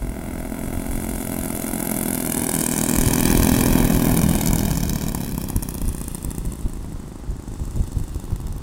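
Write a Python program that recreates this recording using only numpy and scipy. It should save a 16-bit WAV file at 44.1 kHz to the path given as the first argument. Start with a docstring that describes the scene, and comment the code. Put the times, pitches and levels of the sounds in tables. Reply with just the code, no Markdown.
"""Two single-cylinder engines rattle unevenly as a large model plane taxis past on grass.
One engine slows to an idle, the other dips and then revs up; in spells each fires well only every other turn.
Each firing pulse rings a muffler as thump, boom and bark, and most spit a jet of hiss; hard burns crack.
Propeller wash is shaped noise with an airframe echo; wind is noise under a gusty level curve."""
import sys
import numpy as np
from scipy import signal
from scipy.fft import rfft, irfft, next_fast_len
from scipy.io import wavfile
from scipy.ndimage import map_coordinates

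SR = 44100
rng = np.random.default_rng(int(sys.argv[2]) if len(sys.argv) > 2 else 0)


def wav_out(sig):
    """Save sig, one row per channel (or a flat mono array), as 16-bit PCM at SR to the path in sys.argv[1]."""
    wavfile.write(sys.argv[1], SR, np.round(np.clip(np.atleast_2d(sig).T, -1, 1) * 32767).astype(np.int16))


N = 380141

# Engine speeds. Each row: time in seconds, speed in turns per second.
SPEED_ONE = [(0.0, 41.13), (0.93, 44.47), (1.56, 42.9), (1.73, 44.01), (2.23, 41.61), (2.51, 41.14),
             (2.71, 39.85), (3.59, 42.37), (4.03, 40.91), (4.24, 41.43), (4.5, 40.43), (4.74, 40.77),
             (5.2, 35.03), (5.56, 32.16), (5.92, 30.23), (6.32, 29.84), (7.08, 25.11), (8.62, 24.71)]
SPEED_TWO = [(0.0, 30.77), (0.26, 33.58), (0.52, 32.08), (1.07, 34.06), (2.33, 34.5), (2.69, 35.28),
             (3.02, 32.78), (3.25, 34.18), (3.97, 33.51), (4.72, 33.3), (5.22, 30.6), (5.54, 27.24),
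             (5.99, 26.92), (6.37, 25.83), (6.74, 27.62), (7.31, 33.91), (8.2, 37.83), (8.62, 35.16)]
# Treble of exhausts and propellers. Each row: time in seconds, spit and hiss in relative dB.
TREBLE_LEVELS = [(0.2, -43, -45), (0.85, -36, -36.5), (1.02, -31.5, -34), (2.0, -23, -31.5),
                 (2.85, -19, -27), (3.55, -20.5, -25.5), (3.85, -25, -28.5), (4.5, -23.5, -31.5),
                 (5.05, -30, -37), (5.6, -36.5, -39), (6.25, -35.5, -41), (6.7, -47.5, -47),
                 (7.25, -53, -57), (7.7, -43.5, -44.5), (8.1, -43.5, -46), (8.62, -45, -54)]
# Firings that burn hard. Each row: time in seconds, peak of the gas flow in relative dB.
HARD_BURNS = [(1.828, -17), (2.986, -10.5), (3.638, -12.5), (4.532, -14), (4.559, -13.5), (5.149, -16.5),
              (5.38, -20.5), (5.441, -23), (5.502, -21.5), (5.564, -18), (5.626, -22), (5.632, -19),
              (5.689, -20), (5.743, -21.5), (5.752, -22), (5.817, -22), (5.881, -23.5), (5.891, -22.5),
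              (5.949, -25), (5.982, -24.5), (6.015, -24), (6.082, -22), (6.148, -23), (6.228, -27),
              (6.248, -22), (6.315, -24), (6.350, -27), (6.383, -22.5), (6.453, -29.5), (6.522, -28.5),
              (6.556, -33), (6.697, -33), (6.735, -33)]
MID_ECHO, TREBLE_ECHO, CRACK_ECHO = 0.72, 0.65, 0.62  # echo amplitude ratios


def amp(db):
    """Amplitude ratio of a level in dB."""
    return 10 ** (np.asarray(db) / 20)


def unit(x):
    """x scaled to rms 1."""
    return x / np.sqrt(np.mean(x ** 2) + 1e-20)


def curves(rows):
    """One value per sample for each column after the time."""
    s, *columns = np.transpose(rows)
    t = np.arange(N) / SR
    return [np.interp(t, s, column) for column in columns]


def wobble(knots_per_s):
    """A smooth random curve through normally distributed knots."""
    knots = rng.standard_normal(int(N * knots_per_s / SR) + 4)
    return map_coordinates(knots, [np.arange(N) * knots_per_s / SR])


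def noise():
    """White noise at rms 1."""
    return rng.standard_normal(N)


def ring(x, spectrum):
    """x through a causal, minimum-phase body with this spectrum, at rms 1."""
    size = 2 * next_fast_len(N // 2 + SR // 4)
    hz, db = np.transpose(spectrum)
    gain = amp(np.interp(np.log(np.fft.rfftfreq(size, 1 / SR) + 1), np.log(hz), db))
    # folding the cepstrum onto positive times gives minimum phase
    cepstrum = irfft(np.log(gain))
    cepstrum[1:size // 2] *= 2
    cepstrum[size // 2 + 1:] = 0
    response = np.exp(rfft(cepstrum))
    return unit(irfft(rfft(x, size) * response)[:N])


def pulses(times_s, sizes, width_s):
    """Bell-shaped pulses, each summing to its size."""
    at = np.round(times_s * SR).astype(int)[:, None] + np.arange(-SR // 200, SR // 200)
    bell = np.exp(-.5 * ((at / SR - times_s[:, None]) / width_s) ** 2)
    bell *= sizes[:, None] / bell.sum(1, keepdims=True)
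    inside = (at >= 0) & (at < N)
    return np.bincount(at[inside], bell[inside], N)


def turbulence(flow, linger_s, tail_db):
    """Noise carried by bursts of gas flow; each burst leaves eddies that linger."""
    keep = np.exp(-1 / (linger_s * SR))
    power = flow ** 2
    tail = signal.lfilter([1 - keep], [1, -keep], power)
    return unit(noise() * np.sqrt(power + amp(tail_db) ** 2 * tail))


def path():
    """Straight roll-past: spreading gain (dB), nose towards listener (+1 to -1), metres rolled away."""
    pass_s, closest_m, roll_m_per_s = 3.77, 3.04, 3.79
    along_m = roll_m_per_s * (np.arange(N) / SR - pass_s)
    distance_m = np.hypot(along_m, closest_m)
    return 20 * np.log10(closest_m / distance_m), -along_m / distance_m, np.maximum(along_m, 0)


def facing(x, split_hz=1300):
    """The plane sounds raspy nose-on and dull tail-on: up to 1 dB more or less above the split."""
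    rasp_db = path()[1]
    low = signal.sosfiltfilt(signal.butter(3, split_hz, fs=SR, output="sos"), x)
    return unit(low + amp(rasp_db) * (x - low))


def airframe(x, strength, phase_rad=1.94):
    """A short echo off the airframe with a moving delay cuts moving notches."""
    # Each row: time in seconds, echo delay in ms.
    echo_delays = [(0, 1.56), (2, 1.54), (2.7, 1.394), (3.5, 1.34), (4.5, 1.43), (5, 1.374), (6.6, 1.19),
                   (8.62, 1.2)]
    jolt_ms, jolts_per_s = 0.028, 14
    # jolts over the grass shake the delay, most when side-on
    side_on = np.sqrt(1 - path()[1] ** 2)
    delay_ms = curves(echo_delays)[0] + jolt_ms * side_on * wobble(jolts_per_s)
    echo = np.real(signal.hilbert(x, next_fast_len(N))[:N] * np.exp(1j * phase_rad))
    when = np.arange(N) - delay_ms * SR / 1000
    return unit(x + strength * map_coordinates(echo, [when]))


def hump(rows, octaves, hz, t):
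    """Gain (dB) of a sliding band, frequency by time."""
    s, centre_hz, height_db = np.transpose(rows)
    away = np.log2((hz[:, None] + 1) / np.interp(t, s, centre_hz)) / octaves
    return np.interp(t, s, height_db) / (1 + away ** 2)


def beamed(x, octaves):
    """A broad treble hump and two narrow bands slide; the power expected from the mean spectrum stays."""
    # Each row: time in seconds, centre in Hz, height in dB (a negative height is a dip).
    beam, side_lobe, dip = [(0, 10040, 13.5), (2.1, 10830, 15), (2.8, 8500, 12), (3.3, 9300, 4),
                            (4.1, 10400, 6), (4.55, 7160, 5.5), (5.05, 6550, 5.5), (5.25, 10700, 4.5),
                            (5.6, 10300, 9), (6.15, 9150, 9.5), (7.6, 7440, 15), (8.62, 8100, 2)], [(0.7, 7500, 3), (2.6, 6640, 0), (3.5, 5890, 5), (4.4, 5600, 1),
                                          (5.4, 5300, 9), (6.3, 5900, -2)], [(0, 4500, 3), (1.3, 5200, -3.5), (2.4, 4140, 1),
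                                                        (2.9, 7100, 2.5), (3.6, 8200, -4), (4.5, 8000, -6),
                                                        (5.4, 8430, -5), (6.1, 6840, -5)]
    hz, t, z = signal.stft(x, SR, nperseg=128)
    gain_db = hump(beam, octaves, hz, t)
    gain_db += hump(side_lobe, 0.058, hz, t)
    gain_db += hump(dip, 0.046, hz, t)
    gain = amp(gain_db)
    power = np.mean(abs(z) ** 2, axis=1)
    return unit(signal.istft(z * gain / np.sqrt(power @ gain ** 2), SR, nperseg=128)[1][:N])


def effort():
    """Gain (dB) that rises with the mean speed of the two engines."""
    taxi_turns_per_s, db_per_turn_per_s = 40.6, 0.3048
    speed = (curves(SPEED_ONE)[0] + curves(SPEED_TWO)[0]) / 2
    return db_per_turn_per_s * (speed - taxi_turns_per_s)


def idling(turns_per_s):
    """0 from 40 turns per second up, 1 from 30 down."""
    return np.clip((40 - turns_per_s) / 10, 0, 1)


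def limping(spells, ease_s=0.098):
    """The limp at each sample; every spell eases in and out."""
    t = np.arange(N) / SR
    return sum(limp * np.interp(t, [start - ease_s, start, end, end + ease_s], [0, 1, 1, 0])
               for start, end, limp in spells)


def engine(speeds, spells, push_scatter_db, spit_scatter_db, thump_limp):
    """One firing a turn: the port opens with a pop, and the gas jet peaks just after."""
    jitter_s, wander_s, wanders_per_s = 0.00007, 0.00016, 12
    lead_s, spit_width_s, crack_reach_s = 0.002411, 0.0008, 0.006
    speed, limp = curves(speeds)[0], limping(spells)
    turn = np.cumsum(speed) / SR
    count = np.arange(1, int(turn[-1]) + 1)
    at = np.searchsorted(turn, count)
    chance = rng.standard_normal((len(count), 3))
    # firings run early or late: independent jitter plus slow random swings
    times_s = at / SR + jitter_s * chance[:, 0] + wander_s * wobble(wanders_per_s)[at] - .0006
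    # a poor burn leaves a richer charge for the next turn; low speed sharpens the alternation
    idle = idling(speed[at])
    charge = np.tanh((1 + 2 * idle) * limp[at]) * (-1) ** count
    # a hard burn pushes harder and cracks instead of spitting
    hard = np.any([abs(times_s - s) < crack_reach_s for s, _ in HARD_BURNS], axis=0)
    push = (1 + thump_limp * charge) * amp(push_scatter_db * chance[:, 1] + 1.5 * hard)
    spit = ~hard * (1 + charge) / (1 + 0.36 * abs(charge)) * amp(spit_scatter_db * chance[:, 2])
    pop = pulses(times_s - lead_s, push, width_s=0.00003)
    puff = pulses(times_s - lead_s / 2, push, width_s=0.00069)
    # at idle the small charge escapes in a shorter, sharper spit
    jet = pulses(times_s, spit, spit_width_s * (1 - 0.075 * idle[:, None]))
    return pop, puff, jet


def exhausts():
    """Both engines ring their mufflers and spit; the boom gains on the thump towards tail-on."""
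    # Spells of limping. Each row: start in seconds, end in seconds, limp (above 0 favours even turns,
    # below 0 odd ones).
    limps_one, limps_two = [(0.45, 1.05, -0.3), (5.42, 6.05, -0.8), (6.22, 6.55, 0.3), (6.75, 7.35, -0.45),
                            (7.75, 8.62, 0.6)], [(0, 0.5, -0.85), (0.75, 2.6, 0.85), (2.7, 3.85, 0.5),
                                               (4.2, 5.1, -0.9), (5.4, 5.6, -0.6), (6.2, 6.75, -0.8),
                                               (7.25, 8.62, 0.55)]
    # Muffler and jet spectra, putt as heard from behind. Each row: frequency in Hz, density in dB per Hz.
    thump_body, boom_body, bark_body = [(30, -39), (100, -29), (170, -8), (215, 0), (250, -0.5),
                                        (300, -5.5), (370, -8), (450, -17), (640, -15), (1000, -31),
                                        (2500, -51.5), (6000, -143)], [(30, -24.5), (80, -19), (125, -9), (165, -1.5),
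                                                       (215, -1), (350, -14), (1000, -66), (4000, -118.5)], [(100, -16.5), (400, -1.5), (500, 4),
                                                                     (585, 10), (655, 13.5), (770, 1.5),
                                                                     (1050, -3), (1300, -5), (1650, -8),
                                                                     (2400, -8), (2800, -23), (3400, -17),
                                                                     (5000, -29), (12000, -9.5)]
    putt_body, spit_body = [(60, -18.5), (170, -4), (280, 1.5), (360, -1.5), (460, -15.5), (620, -22.5),
                            (790, -11.5), (1080, -15.5), (1500, -30.5), (4000, -66)], [(500, 3.5), (2500, -2.5), (4000, -1.5), (5500, 0.5), (7000, 3),
                                          (9000, 1.5), (12000, 1.5), (14000, 3), (16000, 0)]
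    # Each row: time in seconds, putt level in dB.
    putt_levels = [(0, -62), (3, -46), (3.8, -36), (4.6, -43), (5.8, -40.5), (6.8, -40.5), (7.4, -41),
                   (8.0, -40.5), (8.62, -39.5)]

    spread_db, nose, away_m = path()
    # the mufflers point sideways and a little back
    aim = np.exp(-((nose + 0.68) / 0.55) ** 2)
    heard_db = spread_db + effort()
    thump_db = -16 + heard_db - 2 * aim - 0.58 * away_m
    bark_db = -25.5 + heard_db + 2 * aim - 0.78 * away_m
    boom_over_thump_db = -2.94 - 3.5 * nose + 4 * aim
    spit_db = curves(TREBLE_LEVELS)[0] - 6.5

    pop1, puff1, jet1 = engine(SPEED_ONE, limps_one, push_scatter_db=1.0, spit_scatter_db=1.2,
                               thump_limp=0.19)
    pop2, puff2, jet2 = engine(SPEED_TWO, limps_two, push_scatter_db=2.0, spit_scatter_db=2.2,
                               thump_limp=0.58)
    second = amp(-7.5)
    pop = pop1 + second * pop2
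    puff = puff1 + second * puff2
    pop = unit(pop - pop.mean())
    # engine one's share of the jet grows nose-on
    jet_one = amp(9 + 3.5 * nose)
    jet = np.hypot(jet_one * jet1, amp(7.0) * jet2) / np.hypot(1, jet_one)

    # churned air roughens the notes, more while the mufflers face the listener, less with metres rolled away
    churn = amp((boom_over_thump_db + 4.5) / 2 + 3 * aim - away_m)
    thump = amp(thump_db) * ring(pop + 0.57 * churn * noise(), thump_body)
    putt = amp(curves(putt_levels)[0]) * ring(pop, putt_body)
    boom = amp(thump_db + boom_over_thump_db) * ring(pop + 0.46 * churn * noise(), boom_body)

    rough = churn * amp(-4 * nose)
    rough_puff = rough * turbulence(puff, linger_s=0.0055, tail_db=11.0)
    bark = ring((pop + rough_puff) / np.hypot(1, rough), bark_body)
    bark = amp(bark_db) * airframe(facing(bark), MID_ECHO)

    spit = ring(turbulence(jet, linger_s=0.0027, tail_db=-15), spit_body)
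    spit = amp(spit_db) * airframe(beamed(spit, octaves=0.37), TREBLE_ECHO)
    return thump + putt + boom + bark + spit


def propellers():
    """Air torn by the blades rushes and hisses between the firings."""
    # Each row: frequency in Hz, density in dB per Hz.
    rush_body, hiss_body = [(40, -19), (150, 6.5), (300, -5.5), (480, 1.5), (900, -8), (1500, -13),
                            (2500, -17), (4500, -43), (16000, -20)], [(1000, -12), (2400, 4.5), (3300, 6), (4300, 1.5), (7000, -0.5),
                                          (9800, 1.5), (12000, -1), (16000, -3)]
    spread_db, _, away_m = path()
    rush_db = -29 + spread_db - 1.5 * away_m + 2.14 * wobble(14)
    hiss_db = curves(TREBLE_LEVELS)[1] - 6.0 + 1.9 * wobble(70)
    rush = airframe(facing(ring(noise(), rush_body)), MID_ECHO)
    hiss = airframe(beamed(ring(noise(), hiss_body), octaves=0.6), TREBLE_ECHO)
    return amp(rush_db) * rush + amp(hiss_db) * hiss


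def wind_strength():
    """The lumpy breeze with a short swell for each gust, in relative dB."""
    # Each row: time in seconds, strength in relative dB.
    breeze_levels = [(0, -37.5), (0.6, -27), (1.75, -32.5), (2.0, -36.5), (2.92, -34), (3.02, -21),
                     (4.6, -22.5), (5.5, -29), (7.5, -31.5), (7.8, -27.5), (8.62, -25.5)]
    # Each row: peak time in seconds, rise and fall time in seconds each, peak in relative dB.
    gust_swells = [(0.063, 0.1, -21.5), (0.782, 0.062, -25), (0.945, 0.053, -21.5), (1.404, 0.033, -23),
                   (3.072, 0.015, -14), (3.115, 0.019, -17), (3.401, 0.057, -16), (4.122, 0.044, -20),
                   (4.293, 0.045, -22), (5.565, 0.031, -16.5), (5.631, 0.018, -20), (5.88, 0.094, -19),
                   (6.273, 0.042, -18), (6.467, 0.093, -20), (6.66, 0.018, -12.5), (6.943, 0.21, -25.5),
                   (7.312, 0.066, -21), (7.612, 0.038, -20), (7.771, 0.021, -15.5), (7.804, 0.015, -13),
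                   (7.889, 0.015, -21), (7.969, 0.025, -14), (8.159, 0.014, -19.5), (8.331, 0.014, -17.5)]
    lump_db, lumps_per_s = 2.5, 18
    t = np.arange(N) / SR
    breeze = amp(curves(breeze_levels)[0] + lump_db * wobble(lumps_per_s))
    gusts = sum(np.interp(t, [s - length, s, s + length], [0, amp(db), 0])
                for s, length, db in gust_swells)
    return 20 * np.log10(np.hypot(breeze, gusts))


def wind():
    """Gusts buffet the microphone in lumps, over the steady air of the field."""
    # Each row: frequency in Hz, density in dB per Hz.
    buffet_body, thud_body, air_body = [(8, -20), (25, 2), (55, -1), (90, -6.5), (140, -16), (250, -20.5),
                                        (500, -35.5), (2000, -61.5)], [(20, -12.5), (55, -7), (85, -5), (130, -1.5),
                                                        (250, -19.5), (600, -38), (2000, -74)], [(40, 1.5), (280, -0.5), (380, -5),
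                                                                      (470, -4.5), (620, -10), (900, -7),
                                                                      (1500, -14), (2200, -21.5),
                                                                      (4500, -21.5), (9000, -21),
                                                                      (16000, -46)]
    strength_db = wind_strength()
    rumble = unit(amp(0.093 * wobble(22)) * ring(noise(), buffet_body))
    rumble = amp(strength_db - 3.0) * rumble
    # hard gusts shed smaller eddies: a higher thud that grows faster than the rumble, up to a cap
    thud_db = 1.52 * np.minimum(strength_db, -17) + 3.0
    thud = amp(thud_db) * ring(noise(), thud_body)
    air = amp(-45.0) * ring(noise(), air_body)
    return rumble + thud + air


def cracks(width_s=0.0007):
    """Each hard burn leaves the muffler as one short, bright burst."""
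    # Each row: frequency in Hz, density in dB per Hz.
    crack_body = [(300, -1), (950, 9), (1500, -7), (4000, -10), (6000, 1.5), (8000, 3.5), (12000, 2),
                  (14500, 3), (16000, 0)]
    s, peak_db = np.transpose(HARD_BURNS)
    # unit-sum pulses rescaled to their peak
    flow = pulses(s, amp(peak_db), width_s) * width_s * SR * np.sqrt(2 * np.pi)
    burst = ring(turbulence(flow, linger_s=0.002, tail_db=-17), crack_body)
    return flow.std() * airframe(beamed(burst, octaves=0.17), CRACK_ECHO)


def scene():
    """All sources summed, as one channel."""
    return (exhausts() + propellers() + wind() + cracks())[None]


def record(dry):
    """A sharp band limit removes everything from top_hz up."""
    top_hz = 15850
    size = next_fast_len(N + SR // 4)
    passed = np.fft.rfftfreq(size, 1 / SR) < top_hz
    return irfft(rfft(dry, size) * passed, size)[:, :N]


dry = scene()
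out = record(dry)
wav_out(out)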